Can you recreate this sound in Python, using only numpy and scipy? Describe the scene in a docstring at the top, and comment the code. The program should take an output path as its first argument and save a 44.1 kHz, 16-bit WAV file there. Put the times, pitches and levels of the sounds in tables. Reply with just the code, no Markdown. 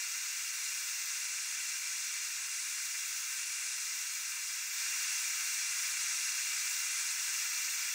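"""A handheld gas torch blows into a small fibre-lined furnace on a workshop bench; a little past halfway
the gas is turned up. Noise bands make the flame roar, the gas hiss and an airy top, all coloured by the
fixed resonances and notches of the burner tube. A broad hollow in the hiss slides as the hand aims the
torch, faint crackles ride in the flame, and a faint low noise lies underneath."""
import sys
import numpy as np
from scipy import signal
from scipy.fft import rfft, irfft
from scipy.io import wavfile

SR = 44100
rng = np.random.default_rng(int(sys.argv[2]) if len(sys.argv) > 2 else 0)


def transcribe(u):
    """Save the signal u as a 16-bit wav file named by the first command-line argument.

    u: samples, shape (n,) or (channels, n), limited to [-1, 1]; the rate is SR.
    q: integer samples, one column per channel.
    """
    v = np.clip(np.atleast_2d(u).T, -1, 1)
    q = np.round(v * 32767).astype(np.int16)
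    wavfile.write(sys.argv[1], SR, q)


N = 350154
TIME = np.arange(N) / SR
FREQ = np.maximum(np.fft.rfftfreq(N, 1 / SR), 1)
LEFT_RIGHT = np.array([[1], [-1]])  # sign of the side signal in each channel
TOP_HZ = 15740  # upper edge of the sound

# aim of the nozzle, as the centre of the null in the jet's beam: t/s, f/Hz
NOZZLE_AIM = [(0.25, 11200), (0.63, 11900), (0.98, 10950), (1.3, 11660), (2.38, 11200), (2.58, 12600),
              (3.05, 11600), (3.42, 11850), (3.6, 12850), (3.9, 11400), (4.37, 11900), (4.8, 10600),
              (5.0, 11300), (6.04, 11800), (6.55, 11040), (6.97, 12140), (7.65, 10800), (7.94, 11100)]
NULL_DB, NULL_WIDTH_HZ = -10, 3350  # depth and width of that null


def undb(db):
    """Decibels to gain."""
    return 10 ** (np.asarray(db) / 20)


def unit(x):
    """Scale to rms 1."""
    return x / np.sqrt(np.mean(x ** 2))


def shape(x, gain):
    """Filter with one gain for each frequency."""
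    return irfft(rfft(x) * gain, N)


def colour(points):
    """Gain for each frequency from (f/Hz, level/dB) points, joined along a log frequency axis."""
    hz, db = np.transpose(points)
    return undb(np.interp(np.log(FREQ), np.log(hz), db))


def below(hz, order):
    """Gain of a low-pass."""
    return 1 / np.sqrt(1 + (FREQ / hz) ** (2 * order))


def bell(freq, hz, width):
    """Shape of a resonance: 1 at hz, half at width / 2 either side."""
    return 1 / (1 + (2 * (freq - hz) / width) ** 2)


def walk(rate_hz):
    """Smooth random wander with spread 1: noise kept mostly below rate_hz."""
    return unit(shape(rng.standard_normal(N), below(rate_hz, order=2)))


def torch(roar_flutter_db, hiss_flutter_db, sway_db, deepen):
    """Turbulence sounds through the tube; more gas makes the roar louder and deeper."""
    # broad colour of the burning jet, relative within each band: f/Hz, level/dB
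    jet_colour = [(200, -69), (400, -56), (600, -34.5), (900, -21.5), (1400, -5), (2400, -5), (3300, -8),
                  (5000, -4), (6000, -2), (8000, -2.5), (9800, -7.5), (11000, -12), (12800, -12.5),
                  (15700, -11)]
    # borders between deep roar, roar, hiss and the airy top: f/Hz
    band_borders = [900, 3130, 12500]
    hiss_start_db, roar_start_db = -38.65, -45
    roar_per_flow = 1.23  # dB of roar for each dB of gas flow

    flow_db = gas_flow()
    eddies = rng.standard_normal(N) + crackles(per_second=9, size_db=13, scatter_db=2)
    jet = at_both_sides(eddies, echo_db=-4.0) * colour(jet_colour) * burner_tube() * (FREQ < TOP_HZ)

    band = np.searchsorted(band_borders, FREQ)
    deep, roar, hiss, air = (irfft(jet * (band == k), N) for k in range(len(band_borders) + 1))
    flame = unit(roar + deep * undb(deepen * flow_db))
    gas = unit(aimed(hiss))
    top = airy_top(air, lift_db=0.8, flutter_db=0.6)

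    # flame and gas stream each flutter on their own; the hiss also sways slowly with the hand
    roar_db = roar_start_db + roar_per_flow * flow_db + roar_flutter_db * walk(25)
    hiss_db = hiss_start_db + flow_db + hiss_flutter_db * walk(16) + sway_db * walk(4)
    return flame * undb(roar_db) + gas * undb(hiss_db) + top


def gas_flow():
    """Gas flow in dB over its starting value: it sags slowly and rises quickly as the valve turns."""
    middle_s, turn_s, rise_db = 4.77, 0.099, 3
    sag_db_per_s = 0.1257
    opened = np.clip((TIME - middle_s) / turn_s + .5, 0, 1)
    return rise_db * opened - sag_db_per_s * TIME


def crackles(per_second, size_db, scatter_db):
    """Sparse tiny pops of uneven size, barely above the turbulence."""
    chance = rng.random(N)
    unevenness = np.clip(rng.standard_normal(N), -2, 2)
    return (chance < per_second / SR) * undb(size_db + scatter_db * unevenness)


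def burner_tube():
    """Gain of the tube: standing waves lift some bands and cancel others."""
    # resonances (+) and notches (-): f/Hz, width/Hz, level/dB
    tube_modes = [(760, 36, 4), (944, 67, 4.5), (1095, 100, 4), (1152, 75, -12), (1551, 32, 5),
                  (1870, 25, -8.5), (2044, 67, 6), (2342, 193, 8), (2450, 79, -2), (2755, 166, 8.5),
                  (2908, 50, -7), (3133, 92, -26), (3550, 91, -7.5), (3700, 54, 3), (3862, 40, -14),
                  (4080, 53, -19), (4297, 230, 4.5), (4405, 45, -21.5), (4640, 76, -12.5), (5270, 67, -2),
                  (5477, 121, -14.5), (5620, 310, 7.5), (6510, 156, 4.5), (8870, 92, -2), (9960, 117, 5),
                  (10160, 120, -6.5), (10270, 114, 9.5), (12070, 181, 8.5), (12723, 131, 10),
                  (15124, 70, 3)]
    return undb(sum(db * bell(FREQ, hz, width) for hz, width, db in tube_modes))


def aimed(hiss):
    """The treble leaves the nozzle as a beam; its null slides in frequency as the torch turns."""
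    freq, t, frames = signal.stft(hiss, SR, nperseg=512)
    null_hz = np.interp(t, *np.transpose(NOZZLE_AIM))
    null_gain = undb(NULL_DB * bell(freq[:, None], null_hz, NULL_WIDTH_HZ))
    return signal.istft(frames * null_gain, SR)[1][:, :N]


def airy_top(air, lift_db, flutter_db):
    """The highest hiss, on the upper slope of the null at its average aim; it swells, fades and flutters."""
    # course of the airy top before lift_db is added: t/s, level/dB
    air_course = [(0.0, -54), (0.99, -52), (1.39, -55), (2.7, -55), (3.16, -51), (3.65, -57), (3.91, -52),
                  (4.38, -54), (4.95, -50.5), (5.48, -50), (5.68, -54), (5.88, -49), (5.93, -53),
                  (6.57, -52), (6.74, -48), (6.9, -53), (7.28, -50), (7.94, -50)]
    mean_null_hz = np.mean(NOZZLE_AIM, axis=0)[1]
    slope = undb(NULL_DB * bell(FREQ, mean_null_hz, NULL_WIDTH_HZ))
    course_db = np.interp(TIME, *np.transpose(air_course))
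    return unit(shape(air, slope)) * undb(course_db + lift_db + flutter_db * walk(12))


def at_both_sides(source, echo_db):
    """Left and right spectra: echoes ripple the treble, and a little of the room differs between sides."""
    # gain of the side signal, the part that differs left and right: f/Hz, level/dB
    side_gain = [(500, -36), (2400, -50), (3500, -32), (4800, -22), (8000, -17.2), (15000, -15.2)]
    # tilt between the channels: f/Hz, left minus right level/dB
    left_tilt = [(3500, 0), (5000, .4), (8000, 1.1), (10000, .3), (13000, -1.2)]
    sound = rfft(source)
    treble = FREQ / (FREQ + 12000)  # echoes grow towards the top
    mid = sound * (1 + undb(echo_db) * treble * bench(decay_s=0.0095, count=40))
    side = rfft(rng.standard_normal(N)) + .7 * sound * bench(decay_s=.004, count=20)
    return (mid + LEFT_RIGHT * colour(side_gain) * side) * colour(left_tilt) ** (LEFT_RIGHT / 2)


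def bench(decay_s, count):
    """Response of a few early echoes off the bench and things nearby, with mean power 1."""
    delay_s = rng.uniform(.001, .02, count)
    echoes = np.zeros(N)
    echoes[(delay_s * SR).astype(int)] = rng.standard_normal(count) * np.exp(-delay_s / decay_s)
    return rfft(echoes) / np.sqrt(np.sum(echoes ** 2))


def background(edge_hz, mid_db, follow, waver_db):
    """Faint low noise under the torch, partly different left and right; it follows the gas flow a little."""
    mid, side = (unit(shape(rng.standard_normal(N), below(edge_hz, order=3))) for _ in range(2))
    noise = mid + undb(-4.3) * side * LEFT_RIGHT
    return noise * undb(mid_db + follow * gas_flow() + waver_db * walk(13))


def scene():
    """The torch over the quiet workshop."""
    flame = torch(roar_flutter_db=0.5, hiss_flutter_db=0.4, sway_db=0.24, deepen=0.4)
    return flame + background(edge_hz=1050, mid_db=-82, follow=0.5, waver_db=1.0)


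def record(dry):
    """A very steep low-pass ends the sound at TOP_HZ."""
    return shape(dry, below(TOP_HZ, order=200))


dry = scene()
out = record(dry)
transcribe(out)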